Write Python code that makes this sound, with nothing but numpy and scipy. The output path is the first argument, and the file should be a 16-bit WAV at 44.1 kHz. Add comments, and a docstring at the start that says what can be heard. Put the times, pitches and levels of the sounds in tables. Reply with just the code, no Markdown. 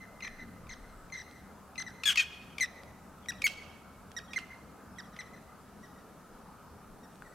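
"""Jackdaws call over a snowy courtyard: each note is a stack of harmonics whose pitch droops and turns hoarse.
Throat ticks open and close the notes: short pulse bursts that ring in the throat's resonances.
House walls return the notes as distinct echoes, and decaying noise makes the yard's tail.
Sliding tones make squeaks, faint chirps and the whistle of a small bird far off.
Shaped noise and a low hum make the distant town; the hand-held microphone rumbles, hisses and clicks."""
import sys
import numpy as np
from scipy import signal
from scipy.fft import rfft, irfft, next_fast_len
from scipy.io import wavfile
from scipy.ndimage import uniform_filter1d, map_coordinates

SR = 44100
rng = np.random.default_rng(int(sys.argv[2]) if len(sys.argv) > 2 else 0)


def int16_out(signal):
    """Quantize to a 16-bit WAV file."""
    q = np.round(np.clip(np.atleast_2d(signal).T, -1, 1) * 32767)
    wavfile.write(sys.argv[1], SR, q.astype(np.int16))


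def attenuation_scalar(level_db):
    """Turn a level in dB into a linear amplitude multiplier (20 dB per decade)."""
    decades = np.asarray(level_db, float) / 20
    return 10 ** decades


N = 323694


def unit(x):
    """Power normalisation: scale to an rms of 1."""
    return x / np.sqrt(np.mean(x ** 2) + 1e-20)


def along(points, hz):
    """Logarithmic frequency scale: interpolate (Hz, value) points along it."""
    f, v = np.transpose(points)
    return np.interp(np.log(hz + 1), np.log(f + 1), v)


def wobble(rate, size=N):
    """Band-limited randomness: a smooth curve through random knots, rate of them a second."""
    knots = rng.standard_normal(int(size * rate / SR) + 4)
    return map_coordinates(knots, [np.arange(size) * rate / SR])


def filtered(x, response):
    """Linear filtering: multiply the spectrum of x by a complex response of frequency."""
    size = next_fast_len(x.shape[-1] + 8192)
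    spectrum = rfft(x, size) * response(np.fft.rfftfreq(size, 1 / SR))
    return irfft(spectrum, size)[..., :x.shape[-1]]


def add(track, s, sound, pan_db):
    """Superposition: lay a sound into a stereo track, placed by a left-right level difference."""
    part = track[:, max(round(s * SR), 0):][:, :sound.shape[-1]]
    part += (sound * attenuation_scalar([[pan_db / 2], [-pan_db / 2]]))[:, :part.shape[1]]


def row_at(table, s):
    """Piecewise-constant setting: the latest row that has begun, without its start."""
    return [row for row in table if row[0] <= s][-1][1:]


# Likeness of the two channels of a noise. Each row: frequency in Hz, correlation.
CHANNEL_LIKENESS = [(60, 0.92), (150, 0.94), (380, 0.82), (950, 0.88), (2380, 0.94), (5980, 0.26),
                    (15000, 0.2)]
# Stereo balance of a noise. Each row: frequency in Hz, left-right difference in dB.
CHANNEL_BALANCE = [(60, 1), (240, 1), (950, 1.0), (3770, -0.5), (15000, 0.0)]


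def stereo_noise(spectrum, patchy_db):
    """Partial coherence: mid and side noises mixed by an angle; rms 1, with patches of random gain."""
    cells = signal.stft(rng.standard_normal((2, N)), nperseg=512)[2]
    field = rng.standard_normal(cells.shape[1:])
    field = uniform_filter1d(uniform_filter1d(field, size=4, axis=0), size=20, axis=1)
    pair = signal.istft(cells * attenuation_scalar(patchy_db * unit(field)), nperseg=512)[1][:, :N]

    def mid_side(hz):
        angle = np.arccos(np.clip(along(CHANNEL_LIKENESS, hz), -1, 1)) / 2
        return attenuation_scalar(along(spectrum, hz)) * [np.cos(angle), np.sin(angle)]

    mid, side = filtered(pair, mid_side)
    left_right = np.array([mid + side, mid - side])
    return unit(filtered(left_right, lambda hz: attenuation_scalar(np.outer([.5, -.5], along(CHANNEL_BALANCE, hz)))))


# Relative noise spectra of the town and of the microphone. 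Each row: frequency in Hz, density in dB per Hz.
TOWN_SPECTRUM = [(26, -38.5), (45, -8), (76, -5.5), (133, -6.5), (194, -0.5), (351, -12), (402, -9.5),
                 (604, -11.5), (753, -11), (1150, -14), (1250, -9.5), (1920, -24.5), (2600, -39),
                 (3380, -61), (5720, -120)]
HISS_SPECTRUM = [(1290, -50), (2200, -1), (2940, -3), (3250, -5), (4880, -4.5), (11800, -6), (16000, -11)]
# Slowly changing levels. Each row: time in seconds, rumble in dB, hum in dB, town in dB.
AIR_LEVELS = [(0, -65, -73, -54.5), (.45, -57.5, -62, -53), (.9, -55, -63, -53), (1.2, -71.5, -65, -53.5),
              (2.2, -66.5, -59, -53.5), (4.3, -74, -64, -52.5), (7.34, -69, -78, -53.5)]


def background():
    """Incoherent addition: town noise, a low hum of wavering pitch, hand rumble and microphone hiss."""
    s, *levels = np.transpose(AIR_LEVELS)
    rumble_db, hum_db, town_db = (np.interp(np.arange(N) / SR, s, db) for db in levels)
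    rumble_spectrum = [(8, -60), (18, 0), (45, -3), (75, -25), (150, -90)]  # (Hz, dB per Hz)
    rumble = attenuation_scalar(rumble_db + 2.5 * wobble(6)) * stereo_noise(rumble_spectrum, patchy_db=1.5)
    hum_hz = 75 + 3 * wobble(6)
    hum = attenuation_scalar(hum_db + 1.5 * wobble(4)) * np.sin(2 * np.pi * np.cumsum(hum_hz) / SR)
    town = attenuation_scalar(town_db + 0.24 * wobble(3.16)) * stereo_noise(TOWN_SPECTRUM, patchy_db=1.77)
    hiss = attenuation_scalar(-66) * stereo_noise(HISS_SPECTRUM, patchy_db=-1.1)
    return town + hum + rumble + hiss


# Resonances of the throat. Each row: centre in Hz, width in Hz, gain in dB.
THROAT_RESONANCES = [(1127, 360, -13.5), (2370, 500, 4), (3610, 1500, -4), (5340, 1300, -5.5),
                     (8980, 3500, -14.5), (12100, 3900, -17)]


def throat(f):
    """Resonance: damped band-passes in parallel, of alternating sign."""
    response = 0
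    for k, (centre, width, db) in enumerate(THROAT_RESONANCES):
        damping = 1j * f * width
        response = response + (-1) ** k * attenuation_scalar(db) * damping / (centre * centre - f * f + damping)
    return response


def note(shape, tones_db, rasp_db):
    """Harmonic series: overtones locked to one pitch, with an opening glide, a plateau and a late hoarse fall."""
    length, hz, glide, fall, late = shape  # s, Hz, semitones, semitones, exponent
    t = np.arange(round(length * SR)) / SR
    settle = np.exp(-t / .0025)
    ending = (t / length) ** late
    pitch = hz * 2 ** ((glide * settle - fall * ending) / 12)
    jitter = (0.0061 + 0.019 * ending) * wobble(477, size=len(t))
    phase = 2 * np.pi * np.cumsum(pitch * (1 + jitter)) / SR
    attack = np.clip(t / 0.0011, 0, 1)
    release = np.clip((length - t) / 0.0018, 0, 1)
    swell = attack * release * attenuation_scalar(-7 * ending)
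    multiple = np.arange(len(tones_db))[:, None] + 1
    wavering_db = 2.2 * np.array([wobble(150, size=len(t)) for _ in tones_db])
    flutter = attenuation_scalar(wavering_db - 0.93 * multiple * ending)  # the top fades first
    tones = np.sin(multiple * phase + rng.normal(0, 0.55, multiple.shape))
    voice = attenuation_scalar(tones_db) @ (flutter * (multiple * pitch < SR / 2) * tones)
    puffs = rng.standard_normal(len(t)) * (1 + np.cos(phase))  # air puffs once a cycle
    breath = unit(filtered(puffs, throat))
    return swell * (voice + attenuation_scalar(rasp_db) * (0.57 + ending) * breath)


# Decay of the yard's tail. Each row: frequency in Hz, reverberation time in seconds, colour in dB.
YARD_DECAY = [(1530, 1.16, -6), (3000, 0.89, -2.5), (6270, 0.7, 0), (11910, 0.38, 0)]


def yard():
    """Reverberation: decaying noise, first a quick bright scatter, then far walls that ring on, duller."""
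    noise = rng.standard_normal((2, SR)) * attenuation_scalar(2.2 * wobble(50, size=SR))
    noise[1] = .8 * noise[0] + .6 * noise[1]
    hz, t, cells = signal.stft(noise, SR, nperseg=256)
    t60, colour_db = (along(np.array(YARD_DECAY)[:, [0, k]], hz)[:, None] for k in (1, 2))
    far_house = np.clip((t - .13) / .01, 0, 1)
    late = attenuation_scalar(colour_db + 2.86 * far_house - 60 * t / t60)  # swells once the far house answers
    early = attenuation_scalar(9 - 60 * t / 0.096)
    tail = signal.istft(cells * (late + early), SR, nperseg=256)[1]
    onset = np.clip(np.arange(tail.shape[1]) / SR / 0.00258, 0, 1)
    return tail * onset / np.sqrt(SR / 20)


def answer(sound):
    """Convolution: the yard's reply to a sound, from a fresh tail each time."""
    return signal.fftconvolve(sound[None], yard(), axes=1)


def far_house_echo(dull):
    """Diffuse reflection: small faces of the far house smear its echo with decaying noise."""
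    u = np.arange(SR // 25) / SR
    facets = .05 * rng.standard_normal(len(u)) * np.exp(-u / .01)
    facets[0] = 1
    return np.convolve(dull, facets / np.linalg.norm(facets))


# Plain notes. Each row: start in seconds, level in dB, pitch in Hz, length in seconds, final fall in semitones.
PLAIN_NOTES = [(.0034, -55, 2064, 0.027, 6.4), (.2239, -41, 2060, 0.027, 5),
               (1.1232, -44, 2080, 0.023, 9.3), (1.1734, -45, 1987, .0245, 7),
               (1.7798, -37, 2063, .026, 14.4), (1.8655, -41.5, 1976, 0.023, 12),
               (3.2862, -31.5, 1935, .025, 4.4), (3.4422, -23, 2256, 0.031, 2),
               (4.166, -39, 1903, 0.029, 5.5), (4.361, -27.5, 2090, 0.024, 13),
               (5.19, -37.5, 2039, 0.023, 5.3), (5.8306, -58.5, 1930, .035, 5.4),
               (7.033, -63.5, 1890, 0.027, 2.5)]
# Notes that slide down from the start, with the same columns.
SLIDING_NOTES = [(.6928, -48, 2068, 0.025, 7), (2.608, -27, 2057, .03, 2.5),
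                 (4.9854, -43, 1930, 0.026, 5.5), (7.2513, -57, 1955, .032, 2.1)]
# Deep, hoarse notes of a near bird, one long and one short, with the same columns.
HOARSE_NOTES = [(2.056, -22.5, 1683, .057, 4.2), (2.199, -27.5, 1583, .017, 2.3)]
# A note sung at a third of the usual pitch, with the same columns.
GROWL_NOTES = [(2.1736, -22.5, 622.4, .028, .8)]
# Overtone recipes of plain and sliding, hoarse and growled notes: base levels in dB of multiples 1, 2, 3 ..
PLAIN_OVERTONES = [0.5, -7.5, -5, -16.5, -22.5, -27.5, -36, -36.5]
HOARSE_OVERTONES = [-12, 2, -18.5, -11, -15, -31.5, -24.5, -29, -33.5]
GROWL_OVERTONES = [-66, -33, -8.5, 4.5, -12, -12, -9, -11.5, -13, -14, -13, -47, -25.5]
# Where the calling bird sits and how far it faces the microphone. Each row: start in seconds,
# left-right difference in dB, overtone gain in dB, further gain in dB a multiple above the third,
# yard tail over the direct call in dB.
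BIRD_PERCHES = [(0, .1, -15, -5, 3.5), (.19, 5, -3.5, -21, 0.5), (.6, 6, 0.5, -6, 2),
                (1.15, 4.5, 1, -4, -8), (1.7, 6, 0.3, -3, -7.5), (1.84, 4.5, -6.5, -5, -9.5),
                (2.02, 5.5, -2.8, 0.4, -11.5), (2.14, 4, -3.9, -0.12, -11.5), (2.5, 4, -1.5, 1, -13),
                (3.2, 2, 0.5, 1.3, -13.5), (3.4, 1, -8, 6, -15.5), (4.1, -3.5, 2, 0.3, -12),
                (4.3, -4, -12, 0, -17), (4.9, -5, -0.5, -1.5, -12), (5.1, 2.1, -5, -1.5, -10),
                (5.7, -1, -1.5, -1.5, -2), (6.9, 3, 2.5, -2, -3), (7.2, 2, -12, 1.5, -5)]
# What answers from there. Each row: start in seconds, near wall delay in seconds, its level in dB,
# far house delay in seconds, its level in dB.
WALL_ECHOES = [(0, 0.029, 0.5, 0.16, -5), (.6, .027, 3, 0.2, -13.5), (1.05, .0258, -5.5, 0.19, -18.5),
               (1.15, .0265, -2, 0.18, -13.5), (1.7, .0243, -1.1, 0.22, -22), (1.84, .023, -8.5, 0.19, -22),
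               (2.02, .0208, -3, 0.24, -32), (2.19, .022, -5.5, 0.3, -26), (2.5, 0.017, -3, 0.16, -25),
               (3.2, .069, -27, 0.13, -23), (4.1, 0.075, -23.5, 0.14, -12.5),
               (4.3, .069, -29, .1425, -18.5), (4.9, .069, -19, .1444, -12.5), (5.7, .069, -11, 0.13, 0),
               (6.9, .069, -9, 0.16, -9.5), (7.2, .07, -3, .144, -9)]
NEAR_PAN_DB, FAR_PAN_DB = 1.5, 1  # left-right
FAR_DULL_DB, TAIL_DULL_DB = -1.67, -1.9  # a kHz above the fundamental
NEAR_BRIGHT_DB = 1  # the near wall sees more of the upper overtones
RELAY_S, RELAY_DB = 0.027, -3  # a second face of the far house answers a little later


def jackdaw_notes():
    """Specular reflection: each note arrives direct, off a near wall and off the far house, and fills the yard."""
    out = np.zeros((2, N))
    # notes, tones, rasp dB, opening glide semitones, lateness of a one-semitone fall (deeper falls come later)
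    kinds = [(PLAIN_NOTES, PLAIN_OVERTONES, -27, -.3, 2.5),
             (SLIDING_NOTES, PLAIN_OVERTONES, -27, 1.2, 1.2),
             (HOARSE_NOTES, HOARSE_OVERTONES, -11, 1.7, 1.6),
             (GROWL_NOTES, GROWL_OVERTONES, -12, 2.5, 3.5)]
    for notes, tones_db, rasp_db, glide, late in kinds:
        order = np.arange(len(tones_db))
        blurred_db = rasp_db + 1.5  # rough walls blur what they return
        for s, db, hz, length, fall in notes:
            pan_db, facing_db, upper_db, tail_db = row_at(BIRD_PERCHES, s)
            near_s, near_db, far_s, far_db = row_at(WALL_ECHOES, s)
            shape = length, hz, glide, fall, late * np.sqrt(abs(fall))
            above_khz = order * hz / 1000

            voice_db = tones_db + facing_db * (order > 0) + upper_db * np.maximum(order - 2, 0)
            add(out, s - .001, attenuation_scalar(db) * note(shape, voice_db, rasp_db), pan_db)

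            # the yard hears the bird from all sides, so facing counts half
            all_round_db = tones_db + .5 * facing_db * (order > 0) + TAIL_DULL_DB * above_khz
            tail = answer(note(shape, all_round_db, rasp_db))
            add(out, s, attenuation_scalar(db + tail_db) * tail, pan_db=-0.5)

            near = note(shape, voice_db + NEAR_BRIGHT_DB * (order > 1), blurred_db)
            add(out, s + near_s - .001, attenuation_scalar(db + near_db) * near, NEAR_PAN_DB)

            dull = note(shape, voice_db + FAR_DULL_DB * above_khz, blurred_db)
            for delay_s, more_db in ((far_s, 0), (far_s + RELAY_S, RELAY_DB)):
                far = far_house_echo(dull)
                add(out, s + delay_s - .001, attenuation_scalar(db + far_db + more_db) * far, FAR_PAN_DB)
    return out


# Throat ticks that open and close the notes. Each row: start in seconds, peak in dB before panning.
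THROAT_TICKS = [(0.205, -39), (0.247, -32.5), (0.668, -47.5), (1.0989, -48), (1.7558, -39.5),
                (2.0348, -24.5), (2.157, -21.5), (2.582, -26), (2.6395, -33.5), (3.258, -41.5),
                (3.3186, -38), (3.4186, -24), (3.4659, -19.5), (3.4716, -32), (3.4752, -23), (4.198, -48),
                (4.3326, -30), (4.34, -38), (4.3862, -31), (5.1633, -41), (5.213, -40.5)]


def jackdaw_ticks():
    """Source and filter: a few slowing pulses with breath noise ring in the throat; wall and yard return them."""
    out, t = np.zeros((2, N)), np.arange(SR // 40) / SR
    u = np.clip(t / 0.0065, 0, 1)
    for s, db in THROAT_TICKS:
        pan_db, _, upper_db, _ = row_at(BIRD_PERCHES, s)
        near_s, near_db = row_at(WALL_ECHOES, s)[:2]
        pulse_hz = 1250 * (1.15 - .3 * u) * (1 + 0.11 * rng.standard_normal())  # rate varies from tick to tick
        pulses = np.diff(np.floor(np.cumsum(pulse_hz) / SR), prepend=0)
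        source = (pulses + 0.082 * rng.standard_normal(len(t))) * np.sin(np.pi * u)
        top_hz = 9000 * attenuation_scalar(0.45 * (db + 18.0) + .6 * upper_db)  # faint, far ticks are duller
        burst = filtered(source, lambda f: throat(f) / (1 + 1j * f / top_hz))
        burst = attenuation_scalar(db) * burst / np.abs(burst).max()
        add(out, s - .001, burst, pan_db)
        add(out, s + near_s - .001, attenuation_scalar(near_db - 0.1) * burst, NEAR_PAN_DB)
        add(out, s, attenuation_scalar(-11) * answer(burst), pan_db=-7.0)
    return out


# Squeaks between tick and note. Each row: start in seconds, length in seconds, first Hz, last Hz, level in dB.
SQUEAK_TONES = [(2.042, .014, 4400, 4350, -39), (2.165, .008, 4600, 4500, -39),
                (3.428, .014, 3900, 4400, -48)]
# Whistles of the far bird: starts in seconds; then one tone's length in seconds, first Hz, last Hz, level in dB.
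FAR_BIRD_STARTS = [.74, 1.13, 7.04]
FAR_BIRD_TONE = (.35, 8430, 7720, -70)
# Faint chirps: starts in seconds; then one tone with the same columns.
CHIRP_STARTS = [3.225, 3.38, 4.1, 4.27, 4.957, 5.03]
CHIRP_TONE = (.038, 3450, 3150, -60)


def whistles():
    """Frequency modulation: sliding pure tones; distance breaks the far ones into a flicker."""
    out = np.zeros((2, N))
    rows = [(*row, .1) for row in SQUEAK_TONES]  # the last column is the depth of the flicker
    rows += [(s, *FAR_BIRD_TONE, .6) for s in FAR_BIRD_STARTS]
    rows += [(s, *CHIRP_TONE, .9) for s in CHIRP_STARTS]
    for s, length, first_hz, last_hz, db, unsteady in rows:
        u = np.arange(round(length * SR)) / (length * SR)
        tone = np.sin(2 * np.pi * np.cumsum(first_hz + (last_hz - first_hz) * u) / SR)
        flicker = 1 - unsteady + unsteady * np.array([wobble(300, size=len(u)) for _ in out])
        add(out, s, attenuation_scalar(db) * tone * flicker * np.sin(np.pi * u) ** .5, pan_db=2.3)
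    return out


# Ticks on the microphone's housing. Each row: start in seconds, level in dB,
# relative level of the knock in dB, left-right difference in dB.
HOUSING_CLICKS = [(1.312, -47, -12, -3.5), (2.8347, -42.5, -2, 1), (4.117, -42.5, -4, -6),
                  (7.1566, -50, -10, -5), (7.222, -47.5, 20, 3)]


def clicks():
    """Impact excitation: a dry crack of decaying noise and a short plastic knock, a damped sine."""
    out, t = np.zeros((2, N)), np.arange(SR // 50) / SR
    for s, db, knock_db, pan_db in HOUSING_CLICKS:
        noise = unit(filtered(rng.standard_normal(len(t)), lambda hz: 1 / (1 + (hz / 7500) ** 4)))
        crack = noise * attenuation_scalar(-60 * t / 0.0075 - 2.0)
        knock = attenuation_scalar(knock_db - 7.5 - 60 * t / 0.013) * np.sin(2 * np.pi * 1500 * t)
        add(out, s, attenuation_scalar(db) * (crack + knock), pan_db)
    return out


def scene():
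    """Superposition: all sources add at the microphone."""
    return background() + jackdaw_notes() + jackdaw_ticks() + whistles() + clicks()


def band_limit(x):
    """A steep low-pass at the top of the band."""
    return signal.sosfilt(signal.butter(12, 16460, fs=SR, output="sos"), x)


def record(dry):
    """Band limitation: the microphone path ends in a steep low-pass at 15.9 kHz."""
    mix = filtered(dry, lambda hz: 1 / (1 + (hz / 15900) ** 40))
    return band_limit(mix)


dry = scene()
out = record(dry)
int16_out(out)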